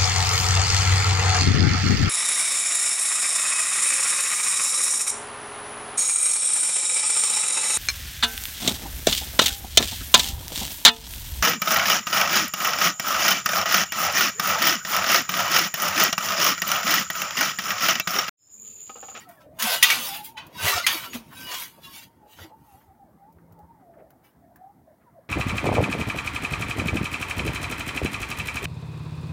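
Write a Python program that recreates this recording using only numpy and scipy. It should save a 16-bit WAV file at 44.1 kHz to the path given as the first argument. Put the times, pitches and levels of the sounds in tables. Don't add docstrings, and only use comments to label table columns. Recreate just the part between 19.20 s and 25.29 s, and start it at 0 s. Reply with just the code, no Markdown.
import sys
import numpy as np
from scipy import signal
from scipy.fft import rfft, irfft, next_fast_len
from scipy.io import wavfile
from scipy.ndimage import uniform_filter1d, map_coordinates

SR = 44100
rng = np.random.default_rng(int(sys.argv[2]) if len(sys.argv) > 2 else 0)


def bounce(signal):
    frames = np.transpose(np.atleast_2d(signal))
    limited = np.clip(frames, -1, 1)
    pcm = np.round(limited * 32767).astype(np.int16)
    wavfile.write(sys.argv[1], SR, pcm)


N = 268565
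TIME = np.arange(N) / SR


def amp(db):
    return 10 ** (np.asarray(db) / 20)


def evened(x):
    return x / np.sqrt(np.mean(x ** 2) + 1e-20)


def steadied(x, seconds):
    return x / np.sqrt(abs(uniform_filter1d(x ** 2, max(int(seconds * SR), 8))) + 1e-12)


def sine(hz):
    return np.sqrt(2) * np.sin(2 * np.pi * np.cumsum(hz) / SR)


def read(points, hz):
    f, value = np.transpose(points)
    return np.interp(np.log(hz + 1), np.log(f + 1), value)


def played(rows):
    s, *columns = np.transpose(rows)
    return [np.interp(TIME, s, c) for c in columns]


def add(mix, s, sound):
    start = round(s * SR)
    sound = sound[max(-start, 0):]
    part = mix[max(start, 0):][:len(sound)]
    part += sound[:len(part)]


def coloured(x, points):
    size = next_fast_len(len(x) + 2048)
    gain = amp(read(points, np.fft.rfftfreq(size, 1 / SR)))
    return irfft(rfft(x, size) * gain, size)[:len(x)]


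def band(x, lo_hz, hi_hz, order=4):
    edges = [lo_hz, min(hi_hz, SR / 2 - 1)]
    return signal.sosfilt(signal.butter(order, edges, "bandpass", fs=SR, output="sos"), x)


def tilted(x, tilt_db):
    return coloured(x, [(f, tilt_db * np.log2(f / 3000)) for f in (1000, 16000)])


def wander(per_s, count=N):
    knots = rng.standard_normal(4096)
    return map_coordinates(knots, [np.arange(count) * per_s / SR], order=2, mode="wrap")


def patchy(x, depth_db, width_hz, seconds):
    hz, at, z = signal.stft(x, SR, nperseg=1024, noverlap=768)
    places = np.meshgrid(hz / width_hz, at / seconds, indexing="ij")
    field = map_coordinates(rng.standard_normal((512, 512)), places, order=2, mode="wrap")
    return signal.istft(z * amp(depth_db * field), SR, nperseg=1024, noverlap=768)[1][:len(x)]


def resonance(x, hz, width_hz):
    turn = np.exp(2j * np.pi * np.cumsum(hz * np.ones(len(x))) / SR)
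    decay = np.exp(-np.pi * width_hz / SR)
    return (turn * signal.lfilter([1], [1, -decay], x / turn)).imag


def slipping(per_s, spread_db, count=N):
    sizes = rng.choice([-1, 1], count) * amp(spread_db * np.minimum(rng.exponential(1, count), 3))
    return sizes * (rng.random(count) < per_s / SR)


# (time at the hardest [s], creak level [dB], rise [s], fall [s],
#  low groan relative to the creak [dB], high rasp relative to the creak [dB])
PULLS = [(.005, -52, 0.028, 0.074, -2, -0.5), (.1, -65.5, 0.033, 0.15, 9.5, 8),
         (0.213, -62, 0.019, 0.063, 7.5, -4), (0.402, -34.5, 0.019, 0.13, -1, -6),
         (0.466, -33, 0.1, 0.2, 0.5, 2.5), (0.542, -24.5, 0.13, 0.068, -4.5, -3.5),
         (0.724, -27, 0.15, 0.13, -6.5, -3.5), (0.869, -35.5, 0.2, 0.14, -6.5, 3),
         (0.957, -38.5, 0.038, 0.086, -7.5, 2), (1.049, -45.5, 0.019, 0.073, -26, 8.5),
         (1.489, -24.5, 0.12, 0.13, -2, -2), (1.577, -28.5, 0.087, 0.089, -1, -12),
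         (1.728, -32.5, 0.11, 0.16, -5.5, 0), (1.845, -42, 0.062, 0.08, 0, -1),
         (1.951, -39.5, 0.04, 0.063, -15, 0), (2.132, -58, 0.015, 0.02, 9, 3),
         (2.21, -48.5, 0.14, 0.46, -5, 3), (2.344, -33.5, 0.097, 0.098, -6, -4.5),
         (2.419, -39.5, 0.096, 0.091, -5.5, 3.5), (2.649, -52, 0.048, 0.14, -6.5, 0.5),
         (2.772, -46.5, 0.12, 0.093, -14, 1), (2.83, -51, .03, 0.062, -15.5, -0.5),
         (3.135, -59, 0.083, 0.082, -8, 3), (3.225, -50.5, 0.1, 0.082, -6.5, -2.5),
         (3.55, -71.5, 0.27, 0.21, 3, 8.5), (5.05, -68.5, 0.022, 0.093, 2, 6.5)]
PULL_DROP_DB = 24.5
TIGHTEN, RELAX = 1.527, 1.3
SWAY_S, SWAY_LENGTH_S, SWAY_DB = 2, 1.5, -68
AIRBORNE_S, LANDING_S, SLACK_DB = 0.29, .387, -13.5


def strain(step_size=32):
    t = TIME[::step_size]
    sway = amp(SWAY_DB) * np.exp(-(2 * (t - SWAY_S) / SWAY_LENGTH_S) ** 2)
    power = np.ones((3, 1)) * sway ** 2
    for s, db, rise, fall, groan_db, rasp_db in PULLS:
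        before = (np.maximum(s - t, 0) / rise) ** TIGHTEN
        after = (np.maximum(t - s, 0) / fall) ** RELAX
        shape = amp(-PULL_DROP_DB * np.minimum(before + after, 10))
        power += (amp([[db], [db + groan_db], [db + rasp_db]]) * shape) ** 2
    slack = amp(SLACK_DB * ((t > AIRBORNE_S) & (t < LANDING_S)))
    return [np.interp(TIME, t, slack * gain) for gain in np.sqrt(power)]


# (frequency [Hz], width [Hz], level [dB])
STEEL = [(1138, 120, -7.5), (1914, 100, 3), (2309, 100, 0), (2850, 220, 1), (3423, 110, -3.5),
         (4060, 130, -6), (4610, 84, -6.5), (5030, 51, -6.5), (6880, 76, -8)]


def steel_ring(t):
    modes = 0
    for hz, width, db in STEEL:
        modes += amp(db) * np.exp(-np.pi * width * t) * np.sin(2 * np.pi * (hz * t + rng.random()))
    return evened(modes)


def coil_ring(t, t60, count=34):
    place, size, turn = rng.random((3, count, 1))
    hz = 900 + 14000 * ((np.arange(count)[:, None] + place) / count) ** 1.8
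    fade = amp(-60 * t / t60 * np.sqrt(hz / 3000))
    return evened((size * np.sin(2 * np.pi * (hz * t + turn)) * fade).sum(0))


# (frequency [Hz], density [dB per Hz])
CREAK_COLOUR = [(180, -49.5), (300, -24), (400, -5), (749, -1), (850, -11), (1350, -10), (1650, -12.5),
                (1850, -10.5), (2930, -4), (3640, -6.5), (6850, -8.5), (7900, -15.5), (10500, -9.5),
                (14000, -6), (16000, -5)]


def creak(slips_per_s=1100, spread_db=2.5, steel_db=-12, scrape_db=4.02, shift_db=3.0, rattle_db=1):
    t, dry, rung = np.arange(SR // 8) / SR, np.zeros(N), np.zeros(N)
    scrape_t60, coil_t60 = .004, .17
    turn_s, turn_gap_s = .13, .035
    harshen = .55
    turn, frame = np.hanning(int(turn_s * SR)), amp(steel_db) * steel_ring(t)
    for s in np.arange(-turn_s, N / SR, turn_gap_s):
        scrape = evened(rng.standard_normal(len(t)) * amp(-60 * t / scrape_t60))
        slips = turn * slipping(slips_per_s, spread_db, len(turn))
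        add(dry, s, signal.fftconvolve(slips, scrape))
        add(rung, s, signal.fftconvolve(slips, coil_ring(t, coil_t60) + frame))
    middle, groan, rasp = strain()
    crackle = amp(scrape_db) * (middle / middle.max()) ** harshen * dry
    body = coloured(rung + crackle, CREAK_COLOUR)
    body = patchy(body, shift_db, 150, .06)
    groan = groan * amp(rattle_db * wander(70))
    middle = middle * amp(rattle_db * wander(70))
    top = coloured(rung + dry, CREAK_COLOUR)
    low_part = groan * steadied(band(body, 490, 1800), 0.014)
    middle_part = middle * steadied(band(body, 1950, 8000), 0.031)
    high_part = rasp * steadied(band(top, 8000, 16500), 0.031)
    return low_part + middle_part + high_part


def clinks(count=24, per_s=110, t60=.05, spread_db=2.5, level_db=-5.5):
    t = np.arange(SR // 8) / SR
    middle, _, _ = strain()
    rings = np.zeros(N)
    for _ in range(count):
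        jumps = slipping(per_s / count, spread_db)
        rings += signal.oaconvolve(jumps, coil_ring(t, t60))[:N]
    return amp(level_db) * middle * evened(band(coloured(rings, CREAK_COLOUR), 1200, 7000))


# (frequency [Hz], level [dB])
COIL = [(1529, -7), (2385, -9.5), (2800, -6), (2900, -3), (3042, -5), (3380, 0), (3840, -1), (4700, -0.5),
        (5399, -7.5)]


def coils(ring_db=-51, width_hz=20, taut_db=-35, uneven_db=3, drift=0.0037):
    middle, _, _ = strain()
    pull = np.minimum(middle, amp(taut_db)) / amp(-40) * np.minimum(middle / amp(-58), 1)
    notes = np.zeros(N)
    for hz, db in COIL:
        level = amp(db + uneven_db * wander(22))
        ring = resonance(slipping(500, 4.4), hz * (1 + drift * wander(12)), width_hz)
        notes += level * steadied(ring, 0.17)
    return amp(ring_db) * pull * notes


# (time at the loudest [s], length [s], frequency [Hz], level [dB])
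SQUEALS = [(.06, 0.071, 1310, -55.5), (0.484, 0.052, 725, -29), (0.586, .09, 2910, -34),
           (0.642, 0.042, 1945, -19.5), (0.716, .06, 2267, -21.5), (0.956, 0.055, 4730, -42),
           (1.075, .04, 2130, -55), (1.2, 0.098, 3040, -44.5), (1.187, .05, 3970, -45),
           (1.365, 0.041, 980, -43.5), (1.383, 0.092, 3790, -43.5), (1.439, 0.074, 3860, -36),
           (1.405, 0.059, 1530, -34), (1.481, .02, 2043, -26), (1.536, 0.034, 1156, -27.5),
           (1.545, 0.055, 1830, -29.5), (1.578, 0.047, 698, -33), (1.602, 0.06, 1410, -30.5),
           (1.648, 0.029, 4200, -34.5), (1.649, 0.037, 2060, -32), (1.714, 0.052, 1830, -31.5),
           (1.868, 0.05, 1363, -44.5), (1.913, 0.044, 6770, -44), (2.183, 0.068, 3840, -50),
           (2.221, 0.18, 1550, -45.5), (2.24, .1, 4942, -51), (2.28, 0.138, 2914, -42),
           (2.318, 0.19, 999, -46), (2.659, 0.064, 2790, -46), (2.66, 0.08, 3400, -51.5),
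           (2.651, 0.057, 4010, -54), (2.69, 0.099, 1092, -51), (2.781, 0.082, 3610, -53),
           (3.122, 0.1106, 2803, -63), (3.145, 0.097, 3030, -63.5), (3.231, .06, 1960, -53.5),
           (5.055, 0.049, 2290, -67), (5.084, 0.062, 2906, -75)]


def squeals(blur=.7, rough_db=2.8):
    out = np.zeros(N)
    for s, length, hz, db in SQUEALS:
        n = int(length * SR)
        tone = sine(hz + blur / length * wander(270, n))
        add(out, s - n / SR / 2, amp(db) * np.hanning(n) * tone * amp(rough_db * wander(120, n)))
    return out


# (time at the loudest [s], length at half height [s], frequency at the loudest [Hz],
#                 level [dB], glide [octaves per s])
CHIRPS = [(0.031, .025, 1910, -53, 2), (0.187, 0.031, 1690, -58, -6), (0.917, .06, 3480, -42.5, 1.5),
          (5.883, .03, 954.5, -56.5, -4.5)]


def chirps():
    out = np.zeros(N)
    for s, length, hz, db, glide in CHIRPS:
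        t = np.arange(-length, length, 1 / SR)
        add(out, s - length, amp(db) * np.hanning(len(t)) * sine(hz * 2 ** (glide * t)))
    return out


# (time [s], level [dB], rise of the chatter [s], treble tilt [dB per octave])
CLANKS = [(0.389, -34, 0.0027, 12), (.397, -29, 0.00092, 9.5), (0.423, -19.5, 0.001, 4),
          (.626, -5.5, 0.003, 2.5), (0.701, -15, 0.001, -1.5), (1.169, -29, 0.013, -4.5),
          (1.665, -12, 0.002, 1.5), (1.932, -36, 0.002, -2.5)]
# (frequency [Hz], density [dB per Hz])
CLANK_COLOUR = [(180, -56), (300, -32.5), (580, -21), (1660, -8), (1930, -6), (2440, 1), (3520, -4.5),
                (3830, -9.5), (5520, -11.5), (6740, -10), (7820, -21), (10000, -6), (10900, -17),
                (16000, -17)]
# (frequency [Hz], time to fall 60 dB [s])
CLANK_T60 = [(500, 0.82), (2000, 0.13), (4000, 0.25), (7000, 0.12), (10000, 0.052), (15000, 0.13)]


def clanks(steel_db=-3, jangle_db=-22, jangle_t60=0.82, hold=0.0032):
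    out, t = np.zeros(N), np.arange(SR // 2) / SR
    for s, db, chatter, tilt_db in CLANKS:
        overtones = patchy(rng.standard_normal(len(t)), 4, 110, .4)
        hz, at, z = signal.stft(overtones, SR, nperseg=128)
        fade = amp(-60 * np.maximum(at - hold, 0) / read(CLANK_T60, hz)[:, None])
        jangle = amp(jangle_db - 60 * at / jangle_t60)
        crash = evened(signal.istft(z * (fade + jangle), SR, nperseg=128)[1][:len(t)])
        ring = evened(coloured(crash, CLANK_COLOUR)) + amp(steel_db) * steel_ring(t)
        ring = tilted(ring, tilt_db)
        add(out, s, amp(db) * ring / np.std(ring[:SR // 100]) * np.minimum(t / chatter, 1))
    return out


# (time [s], peak level [dB], treble tilt [dB per octave])
TICKS = [(0.09, -36, 7), (1.267, -36.5, 4), (1.579, -20, -3.5), (4.125, -48.5, 7), (4.323, -46, 6),
         (4.39, -48.5, 4.5), (4.905, -43.5, 5.5), (5.36, -38.5, 7)]


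def ticks(t60=.05):
    out, t = np.zeros(N), np.arange(SR // 10) / SR
    for s, db, tilt_db in TICKS:
        burst = rng.standard_normal(len(t)) * amp(-60 * t / t60)
        tick = tilted(coloured(burst, CREAK_COLOUR), tilt_db)
        add(out, s, amp(db) * tick / abs(tick).max())
    return out


# (time [s], level [dB], ringing frequency [Hz])
KNOCKS = [(3.188, -40, 1413), (4.186, -56.5, 1395), (4.739, -57.5, 1746), (4.905, -57.5, 1451),
          (5.359, -52, 1697)]


def knocks(width_hz=75, rattle_db=-5, rattle_t60=0.17, snap_db=5):
    out, t = np.zeros(N), np.arange(SR // 10) / SR
    blow = signal.unit_impulse(len(t))
    for s, db, hz in KNOCKS:
        snap = amp(snap_db) * resonance(blow, 1130, 540)
        tube = resonance(blow, hz, width_hz)
        noise = evened(band(rng.standard_normal(len(t)), 420, 1800))
        rattle = amp(rattle_db - 60 * t / rattle_t60) * noise
        add(out, s, amp(db) * (snap + tube + rattle))
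    return out


# (time at the loudest [s], boom level [dB], middle frequency [Hz], length [s])
THUMPS = [(0.45, -33, 223, 0.03), (0.799, -44, 234.5, 0.044), (1.452, -30, 94.5, 0.032),
          (1.453, -33.5, 165.5, 0.023), (1.492, -41.5, 406.6, 0.1), (1.56, -36.5, 88.1, 0.025),
          (1.756, -36.5, 325, 0.02), (1.959, -31, 240, 0.024), (2.0, -46.5, 227.2, 0.079),
          (2.207, -52, 266, 0.074), (3.222, -44.5, 89.9, 0.041), (3.255, -45, 325, 0.034),
          (3.55, -50, 89.4, 0.018), (3.696, -54, 82.7, 0.028), (4.171, -53, 79.86, 0.033),
          (4.322, -51, 100.5, 0.048), (4.443, -52, 81.1, 0.032), (4.616, -55, 269.6, 0.03)]


def thumps(slap_db=-7, sag=.07):
    out = np.zeros(N)
    t = np.arange(-SR // 8, SR // 8) / SR
    for s, db, hz, length in THUMPS:
        pitch = hz * (1 - sag * np.tanh(t / length))
        boom = np.sqrt(2) * np.cos(2 * np.pi * np.cumsum(pitch) / SR)
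        slap = evened(band(rng.standard_normal(len(t)), hz / 2, min(hz * 10, 1200), order=3))
        add(out, s + t[0], amp(db) * (boom + amp(slap_db) * slap) / np.cosh(3.14 * t / length))
    return out


# (time at the loudest [s], length at half height [s], level [dB], middle frequency [Hz])
SCUFFS = [(1.306, 0.059, -55, 458), (1.899, 0.077, -50.5, 295), (2.13, 0.032, -47.5, 1130),
          (2.305, 0.081, -50, 480), (2.588, 0.024, -52.5, 636), (2.665, 0.027, -64, 1360),
          (3.311, 0.045, -54.5, 680), (4.395, 0.035, -56, 504), (4.8, .08, -53.5, 523),
          (5.822, .03, -66.5, 1499), (3.62, .03, -66, 1500), (4.801, 0.036, -63.5, 1500)]


def scuffs(spread=1.49):
    out = np.zeros(N)
    for s, length, db, hz in SCUFFS:
        n = int(2 * length * SR)
        rub = evened(band(rng.standard_normal(n), hz / spread, hz * spread, order=3))
        add(out, s - length, amp(db) * np.hanning(n) * rub)
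    return out


# (time [s], frequency [Hz])
BREEZE = [(0, 830), (.2, 630), (.3, 640), (.85, 850), (1.12, 930), (2.95, 920), (3.45, 930), (3.76, 900),
          (3.89, 700), (4.1, 925), (4.53, 925), (4.68, 690), (5.08, 630), (5.38, 720), (5.53, 830),
          (5.62, 680), (6.08, 680)]
# (time at the loudest [s], length at half height [s], level [dB], dip in pitch [Hz])
EDDIES = [(0.1, 0.049, -46.5, 32.7), (0.304, 0.21, -52.5, 32), (0.924, 0.077, -39, 90),
          (1.015, 0.044, -40, 69), (1.098, 0.051, -48.5, 29), (1.176, 0.04, -40.5, 71),
          (3.06, 0.11, -57.5, 90), (3.334, 0.0553, -49.5, 69.7), (3.535, 0.1, -54.5, 142),
          (3.705, 0.071, -58.5, 130), (3.819, 0.037, -51, 6.3), (3.889, 0.05, -58.5, 94),
          (4.051, 0.093, -52, 60), (4.41, 0.065, -52, 101), (4.513, 0.035, -52, 6.5),
          (4.668, 0.12, -53.5, 17.8), (4.821, 0.15, -54.5, 6.9), (5.288, 0.11, -57.5, 4.9),
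          (5.453, 0.095, -47, 8.8), (5.705, 0.059, -53.5, 63), (5.982, 0.065, -52.5, 46)]


def whistle(steady_db=-66, fitful_db=4, flutter_db=3, slow_waver=0.076, fast_waver=.02):
    hz, = played(BREEZE)
    swells, dips = np.zeros((2, N))
    for s, length, db, dip_hz in EDDIES:
        swell = np.hanning(int(2 * length * SR))
        add(swells, s - length, amp(db) * swell)
        add(dips, s - length, dip_hz * swell)
    waver = np.interp(hz, [660, 750], [slow_waver, fast_waver])
    tone = sine((hz - dips) * (1 + waver * wander(230)))
    steady = (hz / hz.max()) ** 3 * amp(steady_db + fitful_db * wander(20))
    flutter = steadied(amp(flutter_db * wander(90)), 0.12)
    return np.hypot(swells, steady) * flutter * tone


# (time [s], rumble level [dB])
GUSTS = [(0.0, -62), (0.74, -50.5), (1.15, -59.5), (1.44, -53), (3.08, -60), (3.95, -63.5), (4.35, -58.5),
         (5.03, -64)]
# (frequency [Hz], density [dB per Hz])
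AIR = [(25, -26), (64, -9.5), (168, -7.5), (213, -9), (331, -2.5), (438, -5.5), (784, -6), (1020, -24.5),
       (3000, -38.5)]
# (frequency [Hz], density [dB per Hz])
HISS = [(1000, -24.5), (3000, -10), (7000, -11), (15500, -3.5)]


def wind(lumpy_db=3.5, rush_db=-65.5, far_db=-70, hiss_db=-72.5):
    rumble_db, = played(GUSTS)
    air = coloured(rng.standard_normal(N), AIR)
    eddies = patchy(air, 3.5, 170, .05)
    rumble = amp(rumble_db + lumpy_db * wander(25)) * evened(band(air, 48, 270))
    rush = amp(rush_db + .3 * (rumble_db - rumble_db.mean())) * evened(band(eddies, 190, 1000))
    far = amp(far_db + 0.46 * wander(12)) * evened(band(eddies, 980, 2200))
    hiss = amp(hiss_db) * evened(coloured(rng.standard_normal(N), HISS))
    return rumble + rush + far + hiss


HUM_S, HUM_LENGTH_S, HUM_HZ, HUM_DB = 4.305, 0.56, 167, -54.5


def hum(waver=0.011):
    swell = np.exp(-(2 * (TIME - HUM_S) / HUM_LENGTH_S) ** 2)
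    turns = np.cumsum(HUM_HZ * (1 + waver * wander(72))) / SR
    return amp(HUM_DB) * swell * np.sin(2 * np.pi * turns)


def scene():
    springs = creak() + clinks() + coils() + squeals() + chirps() + clanks() + ticks()
    frame_and_mat = knocks() + thumps() + scuffs()
    mono = springs + frame_and_mat + whistle() + wind() + hum()
    return np.array([mono, mono])


EDGE_HZ = 16100


def record(dry):
    lowpass = signal.firwin(511, EDGE_HZ, window=("kaiser", 9), fs=SR)
    return signal.oaconvolve(np.clip(dry, -1, 1), lowpass[None], "same")


dry = scene()
out = record(dry)
bounce(out)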